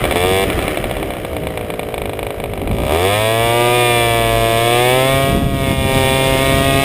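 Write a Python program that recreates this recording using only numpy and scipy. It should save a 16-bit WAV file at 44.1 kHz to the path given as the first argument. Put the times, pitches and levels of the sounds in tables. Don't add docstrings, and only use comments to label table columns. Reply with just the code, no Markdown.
import sys
import numpy as np
from scipy import signal
from scipy.fft import rfft, irfft
from scipy.io import wavfile
from scipy.ndimage import uniform_filter1d

SR = 44100
rng = np.random.default_rng(int(sys.argv[2]) if len(sys.argv) > 2 else 0)


def level_to_linear(level):
    exponent = np.asarray(level, float) / 20
    return 10 ** exponent


def output_pcm(signal):
    pcm = np.clip(np.atleast_2d(signal).T, -1, 1) * 32767
    wavfile.write(sys.argv[1], SR, np.round(pcm).astype(np.int16))


N = 301626
T = np.arange(N) / SR
IDLE_HZ = 50.6

# time_s, effort_db, crack_over_thump_db, road_echo_share (0-1)
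PULLS = [
    [(0.153, -16, -4.5, 0.3), (0.2, -19, -4.5, 1), (0.3, -16.5, -6, 0.7), (0.445, -15.5, -7.5, 0.96)],
    [(2.722, -27.5, -9, 0.5), (2.83, -23.5, -8.5, 0.7), (2.95, -15.5, -10, 0.54), (3.12, -16.5, -5.5, 1),
     (3.39, -16.5, -9, 0.99), (3.62, -14.5, -8.5, 0.6), (3.9, -15.5, -4, 0.59), (4.4, -15.5, -9.5, 0.95),
     (4.78, -14, -6, 0.76), (5.1, -15, -8.5, 0.92), (5.3, -18, -9, 1), (5.4, -22, -10, 0.4),
     (5.47, -26.5, -9, 1), (5.56, -22.5, -9.5, 0.57), (5.71, -19, -3.5, 0.43), (5.76, -23, -4.5, 0.7),
     (5.96, -15, -6, 0.47), (6.84, -16, -6, 0.38)],
]
# start_s, first_peak_db, change_per_firing_db, length_s
RUNS = [(0.0396, -9, 0, .005), (0.0522, -9, 0, .005), (0.11, -7.5, 0, .005), (0.123, -10.5, -5, .005),
        (0.5005, -9.5, 0, .005), (0.5898, -12, 0, .005), (0.667, -31, 0, .005), (0.6794, -10, 0, .005),
        (0.7724, -11.5, 0, .005), (0.8405, -11.5, 0, .005), (0.911, -13.5, 0, .005),
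        (0.9675, -16.5, -14, .045), (1.028, -15.5, 0, .005), (1.1044, -17, -2.5, .08),
        (1.2484, -15.5, 0, .005), (1.3315, -24, 8.5, .05), (1.4348, -23, 0, .005),
        (1.4695, -14, -9.5, .085), (1.574, -13, -8, .085), (1.702, -15, -5, .055), (1.7935, -13, -7, .055),
        (1.887, -21.5, 0, .005), (1.941, -13.5, -0.8, .21), (2.1908, -15, -0.5, .135),
        (2.4003, -18, 2.5, .055), (2.535, -18.5, -2.5, .055), (2.616, -20.5, 0, .005),
        (2.674, -17, -1, .045)]


def evened(x):
    return x / np.sqrt(np.mean(x ** 2) + 1e-20)


def curves(rows):
    s, *columns = np.transpose(rows)
    return [np.interp(T, s, c) for c in columns]


def spectrum_gain(points, hz):
    f, db = np.transpose(points)
    return level_to_linear(np.interp(np.log(hz + 1), np.log(f), db))


def band_noise(lo_hz, hi_hz, order=2):
    band = signal.butter(order, [lo_hz, hi_hz], "band", fs=SR, output="sos")
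    return evened(signal.sosfilt(band, rng.standard_normal(N)))


def clicks(at, height):
    k = np.clip(at.astype(int), 0, N - 2)
    part = at % 1
    return np.bincount(k, height * (1 - part), N) + np.bincount(k + 1, height * part, N)


def ring(modes, size=1200, rise_s=0.00002):
    t = np.arange(size) / SR
    h = np.zeros(size)
    for hz, width_hz, db, sign in modes:
        h -= sign * level_to_linear(db) * np.exp(-np.pi * width_hz * t) * np.cos(2 * np.pi * hz * t)
    h = h * (1 - np.exp(-(t / rise_s) ** 2))
    h = signal.sosfilt(signal.butter(2, 260, "high", fs=SR, output="sos"), h)
    return h / np.linalg.norm(h)


def crank():
    # time_s, speed_hz (turns per second)
    blip_speed = [(0.0, 88.3), (0.12, 84.5), (0.29, 94.2), (0.38, 96.9), (0.45, 97.8)]
    # time_s, speed_hz (turns per second)
    pull_speed = [(2.66, 50.8), (2.8, 57.4), (3.05, 95.2), (3.13, 103.6), (3.21, 108.4), (3.39, 114.4),
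                  (3.58, 119.1), (3.77, 122), (4.06, 117), (4.27, 114.1), (4.55, 113.9), (4.71, 118.5),
                  (5.11, 134.6), (5.41, 138.1), (5.68, 134.6), (5.96, 132.7), (6.33, 133.1), (6.67, 136.2)]
    (blip,), (pull,) = curves(blip_speed), curves(pull_speed)
    shut_s, top_hz = blip_speed[-1]
    coast = IDLE_HZ + (top_hz - IDLE_HZ) * np.exp(-(T - shut_s) / 0.49)
    hz = np.where(T < shut_s, blip, np.where(T < pull_speed[0][0], coast, pull))
    hz = uniform_filter1d(hz, size=2200, mode="nearest")
    hz = hz + 0.35 * np.clip(T - 5, 0, 1) * band_noise(2.1, 7.3)
    turns = np.cumsum(hz) / SR
    start_s = np.transpose(RUNS)[0]
    slip = np.unwrap(np.interp(start_s, T, turns) % 1, period=1)
    turns = turns - np.interp(T, start_s, slip)
    whole = np.arange(np.ceil(turns[0]), turns[-1])
    return hz, turns, np.interp(whole, turns, T)


def throttle(column):
    rows = np.concatenate(PULLS)
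    load = sum((T >= pull[0][0]) & (T <= pull[-1][0]) for pull in PULLS) * 1.0
    return np.interp(T, rows[:, 0], rows[:, column]), load


def coasting(when):
    peak_db = -37 + 4 * rng.standard_normal(len(when))
    for start, first_db, step_db, length in RUNS:
        k = np.arange(np.argmin(abs(when - start)), len(when), 2)
        k = k[when[k] - when[k[0]] <= length]
        peak_db[k] = first_db + step_db * np.arange(len(k))
    shut = np.interp(when, T, throttle(column=1)[1]) < 0.5
    return when[shut], peak_db[shut]


def exhaust(hz, when):
    # mode_hz, width_hz, level_db, sign
    thump_modes = [(226, 250, 4.5, 0.49), (584, 350, -5.5, 0.88), (920, 290, -5.5, -0.89),
                   (1302, 47, -26, -0.4)]
    # mode_hz, width_hz, level_db, sign
    crack_modes = [(1700, 300, -16, -1), (1950, 400, -12, 1), (2350, 760, -1.5, 1), (2520, 620, -2.8, -1),
                   (3450, 550, -8, -1), (3950, 450, -12, 1), (4700, 700, -17, -1)]
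    # mode_hz, width_hz, level_db, sign
    gulp_modes = [(371.8, 30, 8, 0.93), (656, 17, -8, 0.56), (1110, 180, -1, 1), (1206, 37, 5.5, 0.51),
                  (1850, 180, 4, 0.95)]
    # delay_s, level_db, sign
    echo_paths = [(.00421, -26.5, 1.5), (.00474, -10, -2), (.00619, -11.5, -0.1)]
    # time_s, stretch (ratio), echo_share (0-1)
    far_path = [(0.2, 1.04, 0.57), (0.45, 1.04, 0.54), (2.9, 0.97, 0.48), (3.2, 1.14, 0.87), (3.6, 0.97, 1),
                (4.4, 1.085, 0.64), (5.15, 1.055, 0.93), (5.5, 1.06, 0.66), (5.96, 0.99, 0.44),
                (6.8, 1.093, 0.9)]
    # time_s, peak_db
    ticks = [(0.5296, -14), (0.624, -12), (0.7102, -18)]

    s, peak_db = coasting(when)
    thump = clicks((s + 0.000531) * SR, level_to_linear(-14 + 0.63 * (peak_db + 14) + 7.5) * 4)
    s, peak_db = np.hstack([[s, peak_db], np.transpose(ticks)])
    crack = clicks((s + 0.000604) * SR, level_to_linear(peak_db + 1) * 4)

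    gulp = np.zeros(N)
    chance = rng.standard_normal((len(when), 3))
    for rows in PULLS:
        s, thump_db, over_db, _ = np.transpose(rows)
        on = (when >= s[0]) & (when <= s[-1])
        t, (late, push_luck, snap_luck) = when[on], chance[on].T
        turn = SR / np.interp(t, T, hz)
        at = (t + 0.000012 * late) * SR
        uneven_db = 0.28 + 1.5 * np.clip((108 - SR / turn) / 20, 0, 1)
        push = np.sqrt(turn) * level_to_linear(np.interp(t, s, thump_db) + uneven_db * push_luck)
        thump = thump + clicks(at, push * level_to_linear(-2.0))
        gulp = gulp + clicks(at + 0.3477 * turn, push * level_to_linear(-9.0))
        snap = np.sqrt(turn) * level_to_linear(np.interp(t, s, thump_db + over_db) - 2.5 + 0.5 * snap_luck)
        crack = crack + clicks(at, snap)
        crack = crack + clicks(at + 0.34 * turn + 0.001944 * SR, -snap * level_to_linear(-8.0))

    bright = signal.oaconvolve(crack, ring(crack_modes))[:N]
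    direct = signal.oaconvolve(thump, ring(thump_modes, rise_s=0.00006))[:N] + bright
    gulp = signal.oaconvolve(gulp, ring(gulp_modes, rise_s=0.00016))[:N]

    share, load = throttle(column=3)
    road_share = np.where(load > 0, share, 0.71)
    road = road_share * np.interp(T - 0.00174, T, direct)
    stretch, far = curves(far_path)
    echoes = np.zeros(N)
    for delay, db, sign in echo_paths:
        echoes += sign * level_to_linear(db) * np.interp(T - delay * stretch, T, direct)
    for k, delay in enumerate(rng.uniform(0.0008, 0.0085, size=12)):
        glint = (-1) ** k * level_to_linear(-500 * delay) * np.interp(T - delay * stretch, T, bright)
        echoes += level_to_linear(-10) * glint
    return direct + road + far * echoes + gulp


def motor(hz, turns):
    # frequency_hz, density_db (dB per Hz)
    clatter_spectrum = [(200, -32), (300, -1), (520, -8.5), (780, -8.5), (860, -24), (1180, -13.5),
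                        (1450, -17.5), (2290, -14), (2750, -19), (2950, -16), (3600, -23), (4300, -23.5),
                        (6000, -31)]
    # frequency_hz, density_db (dB per Hz)
    hiss_spectrum = [(120, -6), (200, -12.5), (241, -3), (633, -4.5), (680, -7), (879, -27), (943, -16),
                     (1410, -21), (2350, -12.5), (3540, -10), (6000, -18.5), (7800, -67), (13200, -120)]
    # frequency_hz, level_db
    hum_spectrum = [(150, -25), (260, -11), (320, -7), (400, 4.5), (510, -3), (640, 2), (780, -22.5),
                    (860, -18), (1200, -61), (1400, -44)]

    effort_db, load = throttle(column=1)
    pumping = uniform_filter1d(load, size=6000)
    load = uniform_filter1d(load * np.clip((effort_db + 37) / 10, 0, 1), size=2500)
    over_hz, effort_db = hz - IDLE_HZ, effort_db + 15

    throb_db = (1 - pumping) * (-57 + 0.26 * over_hz) + pumping * (-17 + 0.2 * effort_db)
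    clatter_db = -39 + 0.4054 * np.minimum(over_hz, 30)
    hiss_db = -26.5 + 1.05 * effort_db + 2 * np.maximum(T - 4.5, 0)
    noise_db = (1 - load) * clatter_db + load * hiss_db
    hum_db = -29 + 0.11 * over_hz + 3.5 * load - 1.6 * np.maximum(hz - 100, 0)

    first = np.cos(2 * np.pi * (turns - 0.05))
    second = load * level_to_linear(-9 + 0.5 * (hz - 130)) * np.cos(4 * np.pi * (turns - 0.036))
    throb = -np.sqrt(2) * (first + second)

    slow = np.linspace(0, N / SR, 110)
    hum = np.zeros(N)
    for k in range(3, 17):
        waver = level_to_linear(np.interp(T, slow, 1.95 * rng.standard_normal(len(slow))))
        hum += spectrum_gain(hum_spectrum, k * hz) * waver * np.sin(2 * np.pi * (k * turns + rng.random()))
    hum = hum / np.std(hum[:3 * SR])

    flare = 0.75 + np.exp(-(turns % 1) / 0.21)
    z, f = rfft(flare * rng.standard_normal(N)), np.fft.rfftfreq(N, 1 / SR)
    clatter = evened(irfft(z * spectrum_gain(clatter_spectrum, f), N))
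    hiss = evened(irfft(z * spectrum_gain(hiss_spectrum, f), N))
    noise = (1 - load) * clatter + load * level_to_linear(-3.5) * hiss
    return level_to_linear(throb_db - 4.0) * throb + level_to_linear(hum_db) * hum + level_to_linear(noise_db + 6.0) * noise


def wind():
    # time_s, level_db
    air_flow = [(0, -25), (0.9, -28.5), (1.6, -31.5), (2.9, -27), (3.1, -56), (4.3, -45), (5.05, -48),
                (5.2, -24), (6.84, -26.5)]
    # time_s, half_length_s, buffeting_db, roar_db
    gusts = [(0.08, 0.045, -40, -33), (0.487, 0.055, -29, -51), (0.61, 0.031, -41, -40),
             (0.828, 0.043, -29, -24), (1.023, 0.027, -37, -30), (1.49, 0.11, -42, -28),
             (2.62, 0.043, -49, -28), (2.82, 0.042, -40, -24), (3.16, 0.044, -25, -36),
             (3.45, 0.075, -30, -51), (4.19, 0.35, -48, -26.5), (4.596, 0.06, -38, -32),
             (5.15, 0.022, -23, -38), (5.336, 0.058, -27, -12), (5.45, 0.034, -27, -12),
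             (5.63, 0.18, -30, -18), (5.81, 0.033, -27, -23), (5.95, 0.02, -23, -19),
             (6.31, 0.034, -29, -40), (6.547, 0.12, -28, -24)]
    air = level_to_linear(curves(air_flow)[0] - 2.5 * band_noise(1.0, 3.2, order=1))
    bells = [np.exp(-((T - s) / half) ** 2) for s, half, *_ in gusts]
    buffet_db, roar_db = np.transpose(gusts)[2:]
    lumps = level_to_linear(2.5 * band_noise(4, 25, order=1))
    buffet = (air + level_to_linear(buffet_db) @ bells) * band_noise(33.0, 115.0, order=3)
    roar_level = (air * level_to_linear(5) + level_to_linear(roar_db) @ bells) * level_to_linear(-7.0)
    return buffet + roar_level * evened(lumps * band_noise(81.0, 278.0))


def car():
    # time_s, pitch_hz, level_db
    drone = [
        (3.85, 75, -44),
        (3.95, 72, -33),
        (4.292, 49, -26),
        (4.394, 48.7, -22),
        (4.62, 49, -43),
    ]
    hz, db = curves(drone)
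    inside = uniform_filter1d(((T > drone[0][0]) & (T < drone[-1][0])) * 1.0, size=3000)
    return inside * level_to_linear(db) * np.sqrt(2) * np.sin(2 * np.pi * np.cumsum(hz) / SR)


def scene():
    hz, turns, when = crank()
    return (exhaust(hz, when) + motor(hz, turns) + car() + wind())[None]


def low_pass(x):
    return signal.sosfilt(signal.butter(12, 16460, fs=SR, output="sos"), x)


def record(dry):
    soft = signal.sosfilt(signal.butter(3, 5000, fs=SR, output="sos"), dry)
    soft = soft - 0.71 * signal.lfilter(*signal.iirpeak(4400.0, 5.0, SR), soft)
    slow = signal.resample_poly(soft, 40, 147, axis=1)
    held = np.repeat(slow, 4, axis=1)
    back = signal.resample_poly(held, 147, 160, axis=1)[:, :N]
    back = np.pad(back, ((0, 0), (0, N - back.shape[1])))
    edge = signal.firwin(511, 15350, window=("kaiser", 9), fs=SR)
    cut = signal.oaconvolve(back, edge[None], "same")
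    return low_pass(np.clip(cut, -1, 1))


dry = scene()
out = record(dry)
output_pcm(out)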